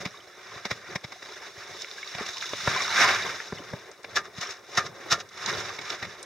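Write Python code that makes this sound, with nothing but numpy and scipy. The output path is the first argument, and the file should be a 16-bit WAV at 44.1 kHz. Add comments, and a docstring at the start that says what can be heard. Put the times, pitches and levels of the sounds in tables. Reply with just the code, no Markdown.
"""Shovelling slush out of an ice hole

A shovel clears slush from a hole in lake ice, a few steps from a camera in a housing. Packed snow
crunches and thuds, wet slush pours out with a splash, the blade chops three times and scrapes up more.
Ice chips click, drops plink and water trickles throughout. Shaped noise makes the rough sounds;
short, dying sine tones make the bubbles, drops, thuds and ringing metal."""
import sys
import numpy as np
from scipy import signal
from scipy.fft import rfft, irfft, next_fast_len
from scipy.io import wavfile
from scipy.ndimage import map_coordinates

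SR = 44100
rng = np.random.default_rng(int(sys.argv[2]) if len(sys.argv) > 2 else 0)


def inscribe(sig):
    """Save sig as 16-bit PCM at rate SR to the path in sys.argv[1].

    A 1-D sig is mono; a 2-D sig holds one channel per row.
    Samples are clipped to [-1, 1] before scaling.
    """
    pcm = np.round(np.clip(np.atleast_2d(sig).T, -1, 1) * 32767)
    wavfile.write(sys.argv[1], SR, pcm.astype(np.int16))


N = 275625
TOP_HZ = 15900  # nothing above this is heard

# Chops of the blade into ice. Each row: start of full strength in seconds, level in dB before mixing,
# rise in seconds, hold in seconds, time to fall 60 dB in seconds, chips in dB relative to the chop,
# pitch of the cavity in Hz.
CHOPS = [(4.166, -19, 0.0058, 0.0085, 0.098, -7.5, 1724), (4.775, -13.5, 0.0027, 0.0014, .12, -2.5, 1816),
         (5.118, -17.5, 0.0074, 0.011, 0.11, 1.5, 1374)]
# Tone of fizzing, crumbling ice. 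Each row: frequency in Hz, relative level in dB per Hz.
FIZZ = [(1500, -20), (2800, 3), (3700, -1), (5600, -1), (6700, -5.5), (7800, -17.5), (9500, -26),
        (11500, -27), (16000, -42)]


def slush():
    """Wet ice slides and pours in clumps: sloshing water, a gritty splash, scraping, fizz and spray."""
    # Movements of slush: the load drains in one long swell, clumps slide and pour, the blade scrapes.
    # Each row: peak time in seconds, splash in dB, rise in seconds, fall in seconds, fizz in dB, slosh in dB.
    drain = (3, -35.5, 1.5548, 0.69, -31.5, -48)
    surges = [(0.01, -39.5, 0.12, .06, -40, -38.5), (0.075, -50, 0.081, 1, -51, -58),
              (0.73, -45, 0.15, 0.15, -45, -55.5), (1.325, -46, 0.34, .18, -45, -53),
              (1.445, -42, 0.2, 0.12, -47.5, -50.5), (1.605, -44.5, .1, 0.55, -48.5, -48.5),
              (1.818, -45, 0.094, 0.065, -38, -50), (2.205, -34, 0.12, 0.16, -43, -47),
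              (2.443, -38, 0.044, 0.044, -38, -59), (2.743, -25.5, 0.13, 0.27, -33.5, -38.5),
              (3.0, -19.5, 0.12, 0.23, -25, -40), (3.065, -18, 0.19, 0.17, -32, -47),
              (3.252, -32, 0.3, 0.28, -36.5, -39), (3.7, -46.5, 0.66, 0.35, -52.5, -46),
              (3.907, -51, .25, 0.14, -63, -48.5)]
    scrapes = [(0.577, -41, 0.33, 0.15, -45, -51.5), (0.905, -39, 0.17, 0.13, -46, -46.5),
               (4.112, -45, .11, 0.34, -49, -43.5), (4.385, -38, 0.043, 0.027, -37.5, -54),
               (4.431, -32.5, 0.047, 0.16, -35.5, -61), (4.51, -41, 0.073, 0.052, -35.5, -49),
               (4.775, -37.5, 0.11, 0.13, -37, -39), (5.135, -41, 0.4, 0.11, -45, -39),
               (5.495, -31, 0.19, 0.31, -34.5, -44), (5.576, -37, 0.19, 0.29, -37, -37.5),
               (5.693, -37, .04, 0.072, -45, -41.5), (5.925, -35.5, 0.24, 0.15, -39, -43.5),
               (6.03, -41.5, 0.042, 0.55, -45.5, -49)]
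    # Tones of the layers. Each row: frequency in Hz, relative level in dB per Hz.
    slosh_tone = [(120, -14), (250, -16.5), (360, 2.5), (520, -1.5), (760, -3), (1100, -4.5), (2000, -37)]
    splash_tone = [(400, -21.5), (700, -5), (1080, -2), (1600, 0.5), (2200, 0.5), (3000, -5), (4200, -21),
                   (8000, -62)]
    spray_tone = [(6000, -21), (8000, 3), (11500, -2.5), (16000, -6)]
    trickle_db = [[-54.5], [-62], [-79.5]]  # steady slosh, splash and fizz of trickling water
    pour_contact, scrape_contact = 0.073, 0.34  # share of splash power that rings the blade (0-1)

    poured = flow([drain] + surges) ** 2
    scraped = flow(scrapes) ** 2
    power = poured + scraped + amp(trickle_db) ** 2
    slosh_gain, splash_gain, fizz_gain = np.sqrt(power)
    ringing_power = pour_contact * poured[1] + scrape_contact * scraped[1]
    contact = np.clip(ringing_power / power[1], 0, 1)

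    clumps = unit(amp(1.3 * wobble(45)))
    grains = clumps * grit(rate=650, spread_db=-3.0, life=0.017)
    slosh = coloured(hiss() * grit(rate=230, spread_db=8, life=0.025), slosh_tone)
    slosh[0] += amp(-13) * bubbles(count=300, centre_hz=492, spread=0.362, cycles=6.2)
    splash = coloured(hiss() * grains, splash_tone)
    splash[0] += amp(-5.5) * bubbles(count=2000, centre_hz=1421, spread=0.518, cycles=14.8)
    scraping = blade(hiss() * grains)
    splash = np.sqrt(1 - contact) * splash + np.sqrt(contact) * scraping
    fizz = coloured(hiss() * grains, FIZZ)
    fizz[0] += amp(-5.5) * bubbles(count=3000, centre_hz=4250, spread=0.37, cycles=11.2)
    # only freely falling water throws fine spray
    fizz += amp(-20) * (1 - contact) ** 2 * coloured(hiss() * grains, spray_tone)
    return slosh_gain * slosh + splash_gain * splash + fizz_gain * fizz


def flow(moves):
    """Gains of the slosh, splash and fizz that these movements stir up."""
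    stirred = []
    for s, splash_db, rise, fall, fizz_db, slosh_db in moves:
        stirred.append(swell(s, rise, fall) * amp([[slosh_db], [splash_db], [fizz_db]]))
    return np.array([together(layer) for layer in zip(*stirred)])


def packed_snow():
    """Snow rumbles as it gives under shifting weight, and collapses in short, gritty crunches."""
    # Weight shifts. Each row: peak time in seconds, rumble in dB, length of the fall in seconds.
    loads = [(0.01, -46, 0.15), (0.54, -55, .14), (0.766, -54, .14), (0.916, -50, 0.13),
             (1.592, -60, 0.067), (1.713, -55, 0.074), (2.19, -51, 0.13), (2.547, -52, .2),
             (2.712, -41, 0.14), (3.02, -41, 0.24), (3.263, -48.5, 0.18), (3.57, -48.5, 0.14),
             (3.728, -49, .1), (4.17, -48.5, 0.16), (4.377, -58, .1), (4.85, -45.5, 0.15),
             (5.13, -45, 0.15), (5.55, -41, 0.21), (5.818, -51, .1), (5.91, -55, 0.071),
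             (6.056, -45.5, 0.12)]
    # Crunches of snow and slush. Each row: start in seconds (full strength 4.1 ms later),
    # level in dB before mixing, treble in dB relative to the crunch, time to fall 60 dB in seconds.
    crunches = [(0.052, -19.5, -15, 0.077), (0.651, -19.5, -14, 0.073), (0.707, -16.5, -13.5, 0.062),
                (0.955, -17, -11, 0.025), (1.04, -22, -14.5, 0.033), (1.12, -27, -14.5, 0.036),
                (1.223, -28.5, -18, 0.023), (1.254, -29.5, -27, 0.02), (1.286, -30, -18, 0.032),
                (2.147, -24, -24, 0.03), (2.182, -22, -35, 0.03), (2.194, -39, -21, 0.046),
                (2.262, -31.5, 2.5, 0.036), (2.287, -22, -8, 0.034), (2.419, -33, -1, 0.042),
                (2.744, -31, -8.5, 0.021), (2.82, -22, -3, 0.026), (2.987, -9, -16, 0.037),
                (3.105, -14.5, -11.5, 0.072), (4.043, -27.5, -23, 0.032), (4.158, -20, 1.5, 0.087),
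                (4.41, -26.5, 0, 0.045), (4.429, -24.5, -10, 0.027), (5.686, -24, -22, 0.047),
                (5.735, -43, 0, 0.023), (5.786, -21, -20, 0.03), (5.812, -34, -3.5, 0.047),
                (5.896, -25, -5, 0.055), (5.922, -24.5, -30, 0.02), (5.945, -31, -9, 0.045),
                (6.024, -21.5, -18.5, 0.057), (6.047, -29.5, -19, 0.063)]
    # Tones of crunch and rumble. Each row: frequency in Hz, relative level in dB per Hz.
    crush_tone = [(80, -15), (200, -10), (400, -3.5), (900, 2.5), (1400, -3), (2200, 5), (3200, -5),
                  (5000, -8.5), (9000, -34.5)]
    rumble_tone = [(20, -30), (45, -28), (100, 5.5), (190, 4.5), (290, -13), (600, -2), (1500, -60)]
    steady_rumble_db = -72.5  # goes with the trickling water

    shifts = [amp(db) * swell(s, 0.78 * length, length) for s, db, length in loads]
    load = together([amp(steady_rumble_db)] + shifts)
    body, edge = np.zeros(N), np.zeros(N)
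    for s, db, treble_db, t60 in crunches:
        crush = amp(db) * burst(s + 0.0041, rise=0.004, hold=0.0016, t60=t60)
        body += crush
        edge += crush * amp(treble_db)
    grains = grit(rate=2000, spread_db=3, life=.0014)
    crunch = amp(-7.0) * coloured(hiss() * grains * body, crush_tone)
    crunch += amp(-1) * coloured(hiss() * grains * edge, FIZZ)
    return crunch + load * coloured(hiss(), rumble_tone)


def chops():
    """The blade bites through ice: fractures ring it and the cavity it opens; each chop repeats faintly."""
    body, edge, hollow = np.zeros(N), np.zeros(N), np.zeros(N)
    for s, db, rise, hold, t60, chips_db, cavity_hz in CHOPS:
        bite = amp(db) * burst(s, rise, hold, t60)
        crumble = amp(db) * burst(s, rise, hold, 0.67 * t60)
        repeat = amp(db) * burst(s + 0.0882, rise=0.011, hold=0.0036, t60=0.046)
        body += bite + amp(-17.0) * repeat
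        edge += amp(chips_db) * (crumble + amp(-17.5) * repeat)
        # the tone of the cavity wavers at random
        phase = 2 * np.pi * cavity_hz * np.arange(N) / SR + 2.44 * wobble(110)
        hollow += bite * np.sin(phase)
    grains = grit(rate=3900, spread_db=-3.5, life=0.00067)
    out = amp(-4) * blade(hiss() * grains * body)
    out += amp(-1.0) * coloured(hiss() * grains * edge, FIZZ)
    out[0] += amp(-6.5) * hollow
    return out * amp([[0], [-3]])  # the part that sets the ports apart is weaker


def blade(x):
    """White sound rings the damped modes (natural tones) of the shovel, keeping its power."""
    # Tones of the blade. Each row: pitch in Hz, width in Hz, relative level in dB.
    blade_modes = [(364, 55, -8.5), (700, 95, -3.5), (1076, 250, -4.5), (1264, 64, 1), (1376, 66, -2),
                   (1590, 110, -2.5), (1812, 72, 3.5), (2025, 520, -6), (2600, 600, -9)]

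    def modes(hz):
        total = 0
        for k, (centre, width, db) in enumerate(blade_modes):
            damping = 1j * hz * width
            sign = (-1) ** k  # neighbouring modes move oppositely
            total = total + sign * amp(db) * damping / (centre * centre - hz * hz + damping)
        return unit(total)

    return filtered(x, modes)


def ringing():
    """Each chop sets the blade's modes ringing, in slightly different proportions."""
    # Tones that ring on. Each row: pitch in Hz, relative level in dB, time to fall 60 dB in seconds.
    ring_modes = [(683, -6, .22), (1068, -9, .13), (1206, 1.5, 0.23), (1389, -1, 0.13), (1685, -3, .12),
                  (1780, 2, .1), (2144, -13, 0.11)]
    ring_db = -15.5  # relative to the chop
    out, t = np.zeros((2, N)), np.arange(SR // 4) / SR
    for s, db, *_ in CHOPS:
        ring = np.zeros(len(t))
        for hz, level, t60 in ring_modes:
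            fading = amp(level + rng.normal(0, 2) - 60 * t / t60)
            ring += fading * np.sin(2 * np.pi * (hz * t + rng.random()))
        add(out[0], s, amp(db + ring_db) * ring)
    return out


def chips():
    """Loose chips of ice click in a broad band around their pitch."""
    # Single clicks. Each row: start in seconds, level in dB before the fade, pitch in Hz.
    chip_clicks = [(1.819, -26, 5200), (1.845, -25, 2480), (1.912, -28.5, 3920), (2.028, -25, 2450),
                   (2.075, -27, 3720), (2.332, -31, 5250), (2.369, -23.5, 3840), (2.381, -27, 4500),
                   (2.41, -23, 3840), (2.424, -20, 2250), (2.534, -24, 2960), (3.401, -22, 2010),
                   (3.477, -47, 4550), (3.914, -35.5, 5960), (4.031, -42, 6150), (4.506, -26.5, 5140),
                   (5.289, -38.5, 5260), (5.375, -37.5, 5450), (5.398, -44, 4000), (5.46, -16, 5000),
                   (5.763, -36, 5240), (5.903, -21.5, 3400), (6.108, -40, 4000), (6.228, -29, 7350)]
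    out, t = np.zeros((2, N)), np.arange(SR // 20) / SR
    for s, db, hz in chip_clicks:
        band = signal.butter(4, [.6 * hz, min(1.3 * hz, TOP_HZ)], "band", fs=SR)
        click = unit(signal.lfilter(*band, rng.standard_normal((2, len(t)))))
        fading = amp(db - 60 * t / .022)
        add(out, s, fading * (1 - np.exp(-t / .0008)) * click)
    return out


def thuds():
    """Weight on the ice gives a low, damped push; wet lumps land with a short knock and a noisy slap."""
    # Dull thuds through the ice, then landing lumps of slush.
    # Each row: start in seconds, base level in dB (adjusted below), pitch in Hz.
    ice_thuds = [(0.059, -28.5, 174), (0.561, -43, 131), (0.657, -37.5, 207), (0.716, -31.5, 126),
                 (0.957, -29.5, 159), (1.045, -34.5, 142), (1.577, -46.5, 114), (1.709, -47, 132),
                 (2.151, -37.5, 158), (2.207, -35, 220), (2.676, -22.5, 135), (3.527, -30, 158),
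                 (3.602, -38.5, 317), (3.736, -27, 156), (4.383, -33.5, 157), (4.78, -29.5, 153),
                 (5.124, -32.5, 134), (5.475, -42, 207), (5.576, -36, 116), (6.026, -39, 126)]
    slush_lumps = [(2.211, -26, 424), (2.534, -24.5, 590), (2.675, -12, 964), (3.524, -25, 420),
                   (3.735, -29, 610)]
    out, t = np.zeros((2, N)), np.arange(SR // 8) / SR
    for s, db, hz in ice_thuds:
        fading = amp(db + 9.5 - 60 * t / 0.037)
        add(out[0], s, fading * (1 - np.exp(-t / 0.0017)) * np.sin(2 * np.pi * hz * t))
    for s, db, hz in slush_lumps:
        knock = amp(4 - 60 * t / .024) * np.sin(2 * np.pi * hz * t)
        band = signal.butter(2, [.5 * hz, hz + 900], "band", fs=SR)
        slap = amp(-2 - 60 * t / .035) * unit(signal.lfilter(*band, rng.standard_normal(len(t))))
        add(out[0], s, amp(db) * (knock + slap))
    return out


def drips():
    """Drops fall back into the water; each traps a bubble that rings briefly as its pitch rises."""
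    # Drops. Each row: start in seconds, base level in dB (raised below), starting pitch in Hz.
    drops = [(.143, -37, 1094), (.171, -44, 3650), (.204, -34, 3030), (1.158, -40, 690), (1.708, -45, 716),
             (1.982, -31.5, 1600), (2.028, -27, 2146), (2.44, -33, 1280), (3.401, -28.5, 1895),
             (3.574, -35.5, 2040), (3.584, -29.5, 2900), (3.62, -38, 1294), (5.7, -26, 1125)]
    out, t = np.zeros((2, N)), np.arange(SR // 12) / SR
    for s, db, hz in drops:
        fading = amp(db + 3.5 - 60 * t / 0.039)
        tone = np.sin(2 * np.pi * hz * t * (1 + 3 * t))
        add(out[0], s, fading * (1 - np.exp(-t / 0.0012)) * tone)
    return out


def air():
    """A faint, smooth, steady hiss lies under everything."""
    # Tone of the hiss. Each row: frequency in Hz, relative level in dB per Hz.
    air_tone = [(100, -9), (400, -2), (2000, -0.5), (5500, -12), (8000, -9.5), (15000, -18)]
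    return amp(-61) * coloured(hiss(), air_tone)


def bubbles(count, centre_hz, spread, cycles):
    """Small bubbles of mixed size ring for a few cycles and rise slightly in pitch; rms 1."""
    when = rng.random(count)
    pitch = rng.uniform(-0.989, 1, count)
    size = rng.exponential(1, count)
    hz = centre_hz * np.exp(spread * pitch)[:, None]
    n = np.arange(int(3 * cycles * SR / centre_hz))
    turns = hz * n / SR
    age = turns / cycles
    ring = np.sin(2 * np.pi * turns * (1 + .015 * np.minimum(age, 2))) * np.exp(-age)
    ring *= np.minimum(size, 4)[:, None]
    ring *= (1 - np.exp(-turns)) * (1 - n / len(n))  # soft start and end
    places = (when * N).astype(int)[:, None] + n
    return unit(np.bincount(places.ravel(), ring.ravel(), N)[:N])


def grit(rate, spread_db, life):
    """Envelope (rms 1) of tiny fractures: rate a second, random sizes, a decay of life seconds."""
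    sizes = amp(spread_db * np.clip(rng.standard_normal(N), -2, 2)) ** 2
    fractures = sizes * (rng.random(N) < rate / SR)
    energy = signal.lfilter([1], [1, -np.exp(-2 / (life * SR))], fractures)
    return unit(np.sqrt(energy + .12 * energy.mean()))  # never quite silent


def hiss():
    """White noise: a part that both ports share and a part that sets them apart."""
    return rng.standard_normal((2, N))


def burst(s, rise, hold, t60):
    """A burst that is at full strength from time s, holds briefly and dies away."""
    t = np.arange(N) / SR - s
    growing = np.minimum(t / rise, 0)
    dying = -np.log(1000) * (t - hold) / t60
    return np.exp(np.maximum(np.minimum(growing, dying), -20))


def swell(s, rise, fall):
    """Gain of a movement that peaks at time s, changing evenly by 20 dB per rise or fall time."""
    t = np.arange(0, N, 64) / SR - s  # one value every 64 samples
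    return amp(20 * np.minimum(t / rise, -t / fall))


def together(gains):
    """The joint gain of unrelated movements (their powers add), one value per sample."""
    joint = np.sqrt(sum(g ** 2 for g in gains))
    return np.interp(np.arange(N), np.arange(0, N, 64), joint)


def wobble(rate):
    """A smooth random curve through rate random points a second."""
    knots = rng.standard_normal(1000)
    return map_coordinates(knots, [np.arange(N) * rate / SR], mode="mirror")


def amp(db):
    """Decibels to gain."""
    return 10 ** (np.asarray(db) / 20)


def unit(x):
    """x at rms 1 (rms is the average strength)."""
    return x / np.sqrt(np.mean(abs(x) ** 2) + 1e-20)


def along(points, hz):
    """Read a curve of (Hz, value) points on a log frequency axis."""
    f, v = np.transpose(points)
    return np.interp(np.log(hz + 1), np.log(f + 1), v)


def filtered(x, response):
    """Multiply the spectrum of x by a response that depends on frequency."""
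    m = 2 * next_fast_len(N // 2 + SR // 4)  # spare room after the end
    return irfft(rfft(x, m) * response(np.fft.rfftfreq(m, 1 / SR)), m)[..., :N]


def coloured(x, spectrum):
    """Shape white sound to a spectrum, keeping its power."""
    return filtered(x, lambda hz: unit(amp(along(spectrum, hz))))


def causal(db):
    """The minimum-phase response with these gains: it acts after a sound, never before."""
    cepstrum = irfft(np.log(amp(db)))
    half = len(cepstrum) // 2
    cepstrum[1:half] *= 2
    cepstrum[half + 1:] = 0
    return np.exp(rfft(cepstrum))


def add(track, s, sound):
    """Mix a sound in at time s."""
    start = max(round(s * SR), 0)
    track[..., start:start + sound.shape[-1]] += sound[..., :max(N - start, 0)]


def reflected(x):
    """Nearby surfaces add a few quick, duller copies, which ripple the spectrum."""
    # Early reflections. Each row: delay in seconds, signed gain before dulling.
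    reflections = [(.00609, -.19), (.0107, .06), (.0163, .05)]

    def response(hz):
        copies = sum(gain * np.exp(-2j * np.pi * hz * delay) for delay, gain in reflections)
        return 1 + copies / np.sqrt(1 + (hz / 3500) ** 2)

    return filtered(x, response)


def two_ports(sound):
    """Two close ports hear a shared part plus or minus a differing part, mixed by frequency."""
    # Likeness of the ports. Each row: frequency in Hz, left-right likeness (1 is identical).
    alike = [(60, 0.72), (300, 0.81), (1200, 0.91), (2200, 0.84), (3500, 0.46), (6000, 0.68), (9000, 0.1),
             (15000, 0.13)]

    def shares(hz):
        angle = np.arccos(np.clip(along(alike, hz), -1, 1)) / 2
        return np.array([np.cos(angle), np.sin(angle)])

    mid, side = filtered(sound, shares)
    return np.array([mid + side, mid - side])


def turned(pair):
    """The turning camera shades one side's treble more than the other's; the left leads by 10 us."""
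    # Turning of the camera. Each row: time in seconds, left minus right treble in dB.
    turn = [(0.0, -1), (0.21, -4), (0.55, -1.5), (1.0, 0), (1.35, -1.5), (3.25, -1.5), (3.76, 2.5),
            (4.8, 0), (5.3, -2), (5.42, -4), (6.25, -3)]
    seconds, balance_db = np.transpose(turn)
    pan_db = np.interp(np.arange(N) / SR, seconds, balance_db)
    treble = filtered(pair, lambda hz: hz ** 4 / (hz ** 4 + 2600 ** 4))
    sides = np.array([[1], [-1]])
    panned = treble * amp([pan_db / 2, -pan_db / 2])
    return pair - treble + filtered(panned, lambda hz: np.exp(1j * np.pi * hz * .00001 * sides))


def scene():
    """All sounds and their reflections reach two close ports on a turning camera."""
    sound = slush() + packed_snow() + chops() + ringing()
    sound += chips() + thuds() + drips() + air()
    return turned(two_ports(reflected(sound)))


def record(dry):
    """The housing carves peaks and notches; the camera cuts deep bass and all above its band limit."""
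    # Peaks and notches of the housing. Each row: centre in Hz, half width in Hz, gain in dB.
    resonances = [(892, 140, -5.5), (2542, 20.5, -13.5), (2825, 275, -7.5), (3195, 63, -23),
                  (3810, 314, 6.5), (4300, 325, -8), (4964, 26, -16), (5320, 125, 5), (7480, 350, -3),
                  (9800, 140, -6)]

    def housing(hz):
        gain_db = sum(db / (1 + ((hz - centre) / width) ** 2) for centre, width, db in resonances)
        return causal(gain_db) * (hz < TOP_HZ)

    thinned = signal.lfilter(*signal.butter(2, 65, "high", fs=SR), dry)
    return filtered(thinned, housing)


dry = scene()
out = record(dry)
inscribe(out)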